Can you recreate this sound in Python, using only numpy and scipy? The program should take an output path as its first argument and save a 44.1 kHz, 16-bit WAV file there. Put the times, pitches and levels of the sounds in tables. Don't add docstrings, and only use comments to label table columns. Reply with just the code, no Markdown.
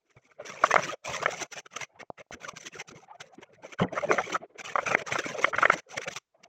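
import sys
import numpy as np
from scipy import signal
from scipy.fft import rfft, irfft, next_fast_len
from scipy.io import wavfile
from scipy.ndimage import uniform_filter1d, map_coordinates

SR = 44100
rng = np.random.default_rng(int(sys.argv[2]) if len(sys.argv) > 2 else 0)


def bounce(signal):
    frames = np.transpose(np.atleast_2d(signal))
    limited = np.clip(frames, -1, 1)
    pcm = np.round(limited * 32767).astype(np.int16)
    wavfile.write(sys.argv[1], SR, pcm)


N = 285765
TOP_HZ = 15800

# [f/Hz, t60/s]
ROOM_DECAY = [(200, .16), (1500, 0.17), (8000, 0.18)]
# [start t/s, end t/s, effort level/dB, swell over the spell/dB]
GRIP_SPELLS = [(.01, 0.393, -68.5, 15), (0.407, 0.757, -47, 5.5), (0.765, 0.943, -40, -12),
               (1.05, 1.45, -43, 5.5), (1.52, 1.867, -80, 1.5), (1.862, 2.042, -64.5, 15),
               (2.33, 2.827, -62, -22), (2.851, 3.746, -56.5, -1.5), (3.866, 4.209, -35, 8.5),
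               (4.252, 4.441, -49.5, -17), (4.477, 4.756, -57.5, 3), (4.77, 5.025, -40.5, -4.5),
               (5.059, 5.78, -42.5, -4.5), (5.81, 6.11, -58, 16), (6.346, 6.48, -64.5, -2.5)]
# [t/s, level before the rub trim/dB, f/Hz]
CLEAR_RUBS = [(.404, -38, 615), (0.938, -34.5, 585), (1.285, -30.5, 556), (1.429, -41, 676),
              (1.578, -43.5, 634), (1.96, -57, 713), (2.209, -46.5, 585), (2.35, -47.5, 282),
              (2.656, -51, 363), (2.762, -44, 410), (3.11, -44, 865), (3.155, -49, 694), (3.34, -52, 696),
              (3.39, -46, 219), (3.653, -41.5, 550), (3.936, -39, 306), (4.429, -42, 692), (4.28, -41, 448),
              (4.447, -45.5, 405), (4.83, -39, 500), (5.306, -43.5, 201), (5.355, -33.5, 573),
              (5.478, -31.5, 606), (5.946, -41.5, 770), (5.998, -39.5, 460), (6.075, -38, 554),
              (6.355, -61, 648), (6.463, -56, 704)]
# [t/s, swing level before the onset/dB, f/Hz, t60/s]
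SOFT_BUMPS = [(0.164, -39.5, 127.5, 0.061), (1.119, -41, 142, 0.036), (2.337, -38, 83, .06),
              (2.534, -31.5, 165, 0.033), (2.955, -37, 149, 0.052), (3.806, -20.5, 125, 0.069),
              (3.815, -13.5, 182, 0.12), (3.841, -15.5, 260, 0.041), (5.261, -15.5, 284, 0.025)]
# [t/s, peak level/dB]
DRY_KNOCKS = [(2.030, -32.5), (2.102, -23), (2.265, -63), (2.309, -30.5)]
# [t/s, peak level/dB, t60 of the burst/s]
BLADE_SNAPS = [(0.638, -22, 0.028), (0.742, -17.5, 0.0099), (0.757, -25.5, 0.012)]
# [t/s, level over 10 ms/dB, f of jerks and frame focus/Hz, length before spread/s]
CATCHES = [(0.64, -13.5, 1110, 0.0019), (0.711, -23, 1211, 0.0021), (0.7417, -17.5, 1053, 0.00049),
           (0.7591, -19.5, 1168, 0.00063), (0.763, -16, 1542, 0.00095), (0.7845, -26, 1099, 0.01),
           (1.232, -29.5, 1013, 0.003), (1.261, -19, 1580, 0.0014), (3.8017, -26.5, 997, 0.003),
           (3.9808, -26.5, 1259, 0.0054), (4.114, -18.5, 1350, 0.00089), (4.1851, -26.5, 1770, 0.0016),
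           (4.1884, -22.5, 1333, 0.006), (4.357, -24, 1267, 0.0045), (4.7581, -20, 1080, 0.0011),
           (4.7882, -21.5, 1170, 0.004), (4.914, -27, 1320, 0.0068), (4.95, -16.5, 1498, 0.00075),
           (5.125, -27.5, 2187, 0.001), (5.1585, -24.5, 1222, 0.0026), (5.4459, -15.5, 1850, 0.0013),
           (5.5348, -28.5, 1304, 0.0031), (5.546, -26, 1490, 0.002), (5.586, -22, 1510, 0.0014),
           (5.6317, -15.5, 1340, 0.003), (5.6559, -15, 1620, 0.0013), (5.7006, -14, 1450, 0.0015)]
# [start t/s, end t/s, rasp level before trim/dB, hiss level before trim/dB,
# swell over the stroke/dB]
LONG_STROKES = [(0.058, 0.366, -78, -84, 2), (0.454, 0.607, -47.5, -52.5, -4.5),
                (.612, 0.735, -37.5, -43.5, 4), (0.754, 0.944, -38, -44, -7.5),
                (1.075, 1.311, -39.5, -44.5, -14.5), (1.308, 1.464, -43, -45.5, -12),
                (1.715, 1.853, -49, -52.5, 3.5), (2.409, 2.524, -45, -56, -9),
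                (2.546, 2.699, -67.5, -67, -6), (2.719, 2.819, -44, -48, 20.5), (2.948, 3.05, -61, -64, -6),
                (3.236, 3.289, -65, -69, -9), (3.632, 3.731, -53, -62, -15), (3.929, 4.096, -42.5, -55, -6),
                (4.099, 4.376, -38.5, -47, -1.5), (4.643, 4.735, -42, -49, -2.5),
                (4.747, 4.852, -50, -55.5, 3), (4.863, 4.952, -30.5, -42.5, -4),
                (4.96, 5.025, -41.5, -52, 9), (5.065, 5.23, -40, -46.5, -5.5),
                (5.239, 5.404, -39.5, -47.5, -7.5), (5.423, 5.51, -42, -47.5, -7.5),
                (5.556, 5.803, -38, -50, -12), (5.883, 5.925, -59.5, -61, 0),
                (5.909, 6.054, -49, -54, -6.5)]
# [middle t/s, length/s, rasp level before trim/dB, hiss level before trim/dB]
SHORT_FLICKS = [(0.111, 0.018, -66.5, -73.5), (.17, 0.018, -61.5, -83), (0.259, 0.036, -70, -73.5),
                (0.315, .014, -57, -74), (0.423, 0.032, -54, -71), (0.496, 0.018, -44, -48.5),
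                (0.713, 0.0087, -29.5, -36.5), (1.058, 0.014, -36.5, -41.5), (1.15, 0.01, -39.5, -41.5),
                (1.429, 0.01, -43, -33.5), (1.53, 0.023, -44, -43.5), (1.582, 0.049, -44, -46),
                (1.663, 0.0066, -43.5, -55.5), (1.768, 0.0063, -34, -36), (1.828, .024, -39, -45.5),
                (2.01, 0.016, -42, -54.5), (2.2, 0.031, -47.5, -61), (2.337, 0.019, -41.5, -46.5),
                (2.49, 0.0097, -40.5, -41.5), (2.576, 0.021, -46, -46.5), (2.621, 0.036, -56, -52),
                (2.671, 0.023, -43, -42.5), (2.89, 0.013, -49, -48), (2.917, 0.0088, -49.5, -55.5),
                (3.153, 0.015, -68, -77), (3.215, 0.014, -41.5, -45), (3.342, 0.027, -77, -68),
                (3.428, 0.016, -47, -58), (3.544, 0.022, -63, -70.5), (3.732, 0.015, -43.5, -49),
                (3.818, .045, -35, -53.5), (4.342, .04, -35.5, -47.5), (4.602, 0.031, -41, -47.5),
                (5.123, .018, -35.5, -43.5), (5.195, 0.014, -32, -39), (5.431, 0.036, -50, -47.5),
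                (5.737, .016, -31.5, -38.5), (5.791, 0.018, -47, -49), (5.979, .01, -30.5, -38),
                (6.017, 0.003, -36.5, -43.5), (6.043, .006, -64, -42.5), (6.082, 0.01, -31, -36.5),
                (6.121, 0.03, -47, -45.5), (6.17, 0.022, -40.5, -37.5), (6.441, 0.005, -49, -51)]

# [f/Hz, relative level/dB]
HOLLOW_COLOUR = [(30, -33.5), (80, -15), (160, -3), (260, -15), (450, 0), (720, -6), (950, -12.5),
                 (1500, -20.5), (3000, -71.5)]
# [f/Hz, relative level/dB]
RASP_COLOUR = [(30, -32), (70, -19), (150, -3), (300, -14), (600, -4.5), (900, -5.5), (1300, 3),
               (1700, -1.5), (2200, 3.5), (2700, -7.5), (3300, -12), (4500, -29), (8000, -61.5)]
# [f/Hz, relative level/dB]
HISS_COLOUR = [(1000, -45.5), (2500, 2.5), (3500, -2.5), (4900, -5.5), (5500, -0.5), (6000, 7), (6600, -2),
               (7400, -4.5), (8300, -16), (9400, -42), (10500, -27.5), (15500, -29)]
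# [f/Hz, relative level/dB]
FRAME_COLOUR = [(40, -25.5), (150, -5.5), (350, 6), (600, 14.5), (850, -2.5), (1350, 0.5), (1700, -6.5),
                (2150, -1), (2650, -21.5), (3200, -11), (3800, -31.5), (6000, -24), (9000, -55),
                (15000, -62.5)]
# [f/Hz, relative level/dB]
KNOCK_COLOUR = [(30, -20), (120, -3), (400, -1.5), (700, 7), (1200, -8.5), (1800, -36), (5000, -35),
                (9000, -70)]
# [f/Hz, relative level/dB]
SNAP_COLOUR = [(800, -10.5), (2000, 1), (3500, 1), (5000, -8.5), (6000, -3), (7500, -12.5), (9400, -40.5),
               (15000, -31)]


def amp(db):
    return 10 ** (np.asarray(db) / 20)


def unit(x):
    return x / np.sqrt(np.mean(x ** 2) + 1e-20)


def along(points, hz):
    f, value = np.transpose(points)
    return np.interp(np.log(hz + 1), np.log(f + 1), value)


def wobble(rate):
    knots = rng.standard_normal(int(N * rate / SR) + 4)
    return map_coordinates(knots, [np.arange(N) * rate / SR])


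def filtered(x, response):
    size = next_fast_len(N + SR // 2)
    return irfft(rfft(x, size) * response(np.fft.rfftfreq(size, 1 / SR)), size)[:N]


def coloured(x, spectrum):
    return unit(filtered(x, lambda hz: amp(along(spectrum, hz))))


def ring(db_of, size=2048):
    cepstrum = irfft(np.log(amp(db_of(np.fft.rfftfreq(size, 1 / SR)))))
    cepstrum[1:size // 2] *= 2
    cepstrum[size // 2 + 1:] = 0
    return irfft(np.exp(rfft(cepstrum)))


def add(track, s, sound):
    i = max(round(s * SR), 0)
    track[i:i + len(sound)] += sound[:max(N - i, 0)]


def crackle(rate, spread_db):
    happens = rng.random(N) < rate / SR
    size = rng.standard_normal(N) * amp(spread_db * rng.standard_normal(N))
    return unit(happens * size)


def patchy(x, depth_db, size):
    z = signal.stft(x, nperseg=size)[2]
    field = uniform_filter1d(rng.standard_normal(z.shape), size=3, axis=0)
    field = uniform_filter1d(field, size=4, axis=1)
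    return signal.istft(z * amp(depth_db * unit(field)), nperseg=size)[1][:N]


def stroke_gain(start, end, swell_db, attack, release):
    t = np.arange(N) / SR
    i, j = np.searchsorted(t, [start - .1, end + .1])
    t = t[i:j]
    contact = (1 + np.tanh((t - start) / attack)) * (1 + np.tanh((end - t) / release))
    pressure = amp(np.interp(t, [start, end], [0, swell_db]))
    return slice(i, j), contact * pressure


def quiet_floor(level_db=-89.5):
    colour = [(50, -8), (700, -8.0), (3000, -14.5), (7000, -15.5), (10000, -31.5)]  # Hz, relative dB
    return amp(level_db) * coloured(rng.standard_normal(N), colour)


def kitchen(x):
    hz, t, z = signal.stft(rng.standard_normal(SR // 4), SR, nperseg=256)
    decay = amp(-60 * t / along(ROOM_DECAY, hz)[:, None])
    tail = signal.istft(z * decay, SR, nperseg=256)[1]
    return signal.fftconvolve(x, tail / np.linalg.norm(tail))[:N]


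def grip_effort(attack=.012, release=0.0091):
    effort = np.zeros(N)
    for start, end, db, swell_db in GRIP_SPELLS:
        span, gain = stroke_gain(start, end, swell_db, attack, release)
        effort[span] += amp(db) * unit(gain)
    return effort


def handling(effort, rumble_db=-5, unrest_db=4.5, scuff_db=-19, scuff_swing_db=12):
    drone = patchy(rng.standard_normal(N), depth_db=8.0, size=1024)
    rumble = coloured(drone, HOLLOW_COLOUR) * unit(amp(unrest_db * wobble(30)))
    grains = patchy(crackle(rate=830, spread_db=0.5), depth_db=8.5, size=512)
    scuffs = coloured(grains, RASP_COLOUR) * unit(amp(scuff_swing_db * np.tanh(wobble(32))))
    return effort * (amp(rumble_db) * rumble + amp(scuff_db) * scuffs)


def small_rubs(effort, level_db=-1, scatter_db=4.0, pitch_hz=520, spread_octaves=.5, count=110):
    at = ((np.arange(count) + rng.random(count)) * (N - 1) / count).astype(int)
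    size, place = rng.standard_normal((count, 2)).T
    db = 20 * np.log10(effort[at] + 1e-9) + level_db + scatter_db * size
    return list(zip(at / SR, db, pitch_hz * 2 ** (spread_octaves * place)))


def rubs(effort, skirt_db=-30, length=0.011, width_hz=80, trim_db=1):
    out = np.zeros(N)
    t = np.arange(-SR // 16, SR // 16) / SR
    hz = np.fft.rfftfreq(len(t), 1 / SR)
    swell = np.exp(-(t / length) ** 2)
    for s, db, pitch_hz in small_rubs(effort) + CLEAR_RUBS:
        resonance = np.minimum(hz / pitch_hz, 1) / (1 + ((hz - pitch_hz) / width_hz) ** 2)
        colour = resonance + amp(skirt_db + along(RASP_COLOUR, hz))
        friction = irfft(rfft(rng.standard_normal(len(t))) * colour, len(t))
        rub = swell * friction
        add(out, s + t[0], amp(db + trim_db) * rub * np.linalg.norm(swell) / np.linalg.norm(rub))
    return out


def bumps(attack=0.0047, thump_db=-6):
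    out = np.zeros(N)
    t = np.arange(SR // 5) / SR
    puff = coloured(rng.standard_normal(N), HOLLOW_COLOUR)
    for s, db, hz, t60 in SOFT_BUMPS:
        swing = np.sin(2 * np.pi * hz * t)
        thump = amp(thump_db) * puff[round(s * SR):][:len(t)]
        envelope = amp(db - 60 * t / t60) * (1 - np.exp(-t / attack))
        add(out, s, envelope * (swing + thump))
    return out


def knocks():
    out = np.zeros(N)
    push = ring(lambda hz: along(KNOCK_COLOUR, hz))
    for s, db in DRY_KNOCKS:
        add(out, s, amp(db) * push / np.max(np.abs(push)))
    return out


def snaps():
    out = np.zeros(N)
    t = np.arange(SR // 25) / SR
    edge = ring(lambda hz: along(SNAP_COLOUR, hz))
    for s, db, t60 in BLADE_SNAPS:
        split = rng.standard_normal(len(t)) * amp(-60 * t / t60)
        burst = signal.fftconvolve(split, edge)
        add(out, s, amp(db) * burst / np.max(np.abs(burst)))
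    return out


def slips(jitter=.24, focus_db=7.5, skirt_db=14, spread=2.3, follow=0.054, tail=0.0017,
          lead_in=1.8, jerk_spread_db=3.06, count=24):
    out = np.zeros(N)
    lead = .02
    for s, db, pitch_hz, length in CATCHES:
        when = np.cumsum(np.exp(jitter * rng.standard_normal(count))) / pitch_hz
        when -= when[count // 3]
        sizes = np.exp(-np.abs(when) / (length * spread)) * (when >= -lead_in * length)
        sizes += follow * (when > 0) * np.exp(-np.abs(when) / tail)
        sizes *= amp(jerk_spread_db * rng.standard_normal(count))
        jerks = np.bincount(np.maximum((when + lead) * SR, 0).astype(int), sizes)

        def focused(hz):
            away = focus_db * np.log2((hz + 1) / pitch_hz) ** 2
            return along(FRAME_COLOUR, hz) - np.minimum(away, skirt_db)

        chatter = signal.fftconvolve(jerks, ring(focused))
        add(out, s - lead - .0004, amp(db) * chatter * np.sqrt(SR / 100) / np.linalg.norm(chatter))
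    return out


def caught(pause_db, width):
    t = np.arange(N) / SR
    stuck = np.zeros(N)
    for s, db, _, _ in CATCHES:
        i, j = np.searchsorted(t, [s - .05, s + .05])
        stuck[i:j] += min(amp(db + 20.0), 1) * np.exp(-((t[i:j] - s) / width) ** 2)
    return amp(pause_db * np.minimum(stuck, 1))


def scraping(attack=0.0066, release=0.0047, clump_db=3.0, judder_db=2.5, unsteady_db=2.0,
             rasp_trim_db=-0.32, hiss_trim_db=0.0, hollow_db=-9):
    grip = amp(unsteady_db * wobble(28) + clump_db * wobble(85) + judder_db * wobble(320))
    tears = crackle(rate=5500, spread_db=0.37)
    rasp = coloured(patchy(grip * tears, depth_db=7.0, size=512), RASP_COLOUR)
    wet = grip * (.5 * tears + rng.standard_normal(N))
    hiss = coloured(patchy(wet, depth_db=4.0, size=256), HISS_COLOUR)
    hiss = hiss * caught(pause_db=-2.5, width=0.02)
    drone = coloured(patchy(rng.standard_normal(N), depth_db=7.5, size=1024), HOLLOW_COLOUR)

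    flicks = [(middle - length / 2, middle + length / 2, ramp_db, blade_db, 0)
              for middle, length, ramp_db, blade_db in SHORT_FLICKS]
    out = np.zeros(N)
    for start, end, ramp_db, blade_db, swell_db in LONG_STROKES + flicks:
        span, gain = stroke_gain(start, end, swell_db, attack, release)
        layers = ((rasp, ramp_db + rasp_trim_db), (drone, ramp_db + hollow_db),
                  (hiss, blade_db + hiss_trim_db))
        for texture, db in layers:
            rub = gain * texture[span]
            out[span] += amp(db) * rub * np.sqrt(abs(end - start) * SR) / np.linalg.norm(rub)
    return out


def scene():
    effort = grip_effort()
    hands = handling(effort) + rubs(effort)
    contacts = bumps() + knocks() + snaps()
    slicer = hands + contacts + slips() + scraping()
    return (quiet_floor() + amp(-32.5) * kitchen(slicer) + slicer)[None]


def record(dry):
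    return filtered(dry[0], lambda hz: hz < TOP_HZ)[None]


dry = scene()
out = record(dry)
bounce(out)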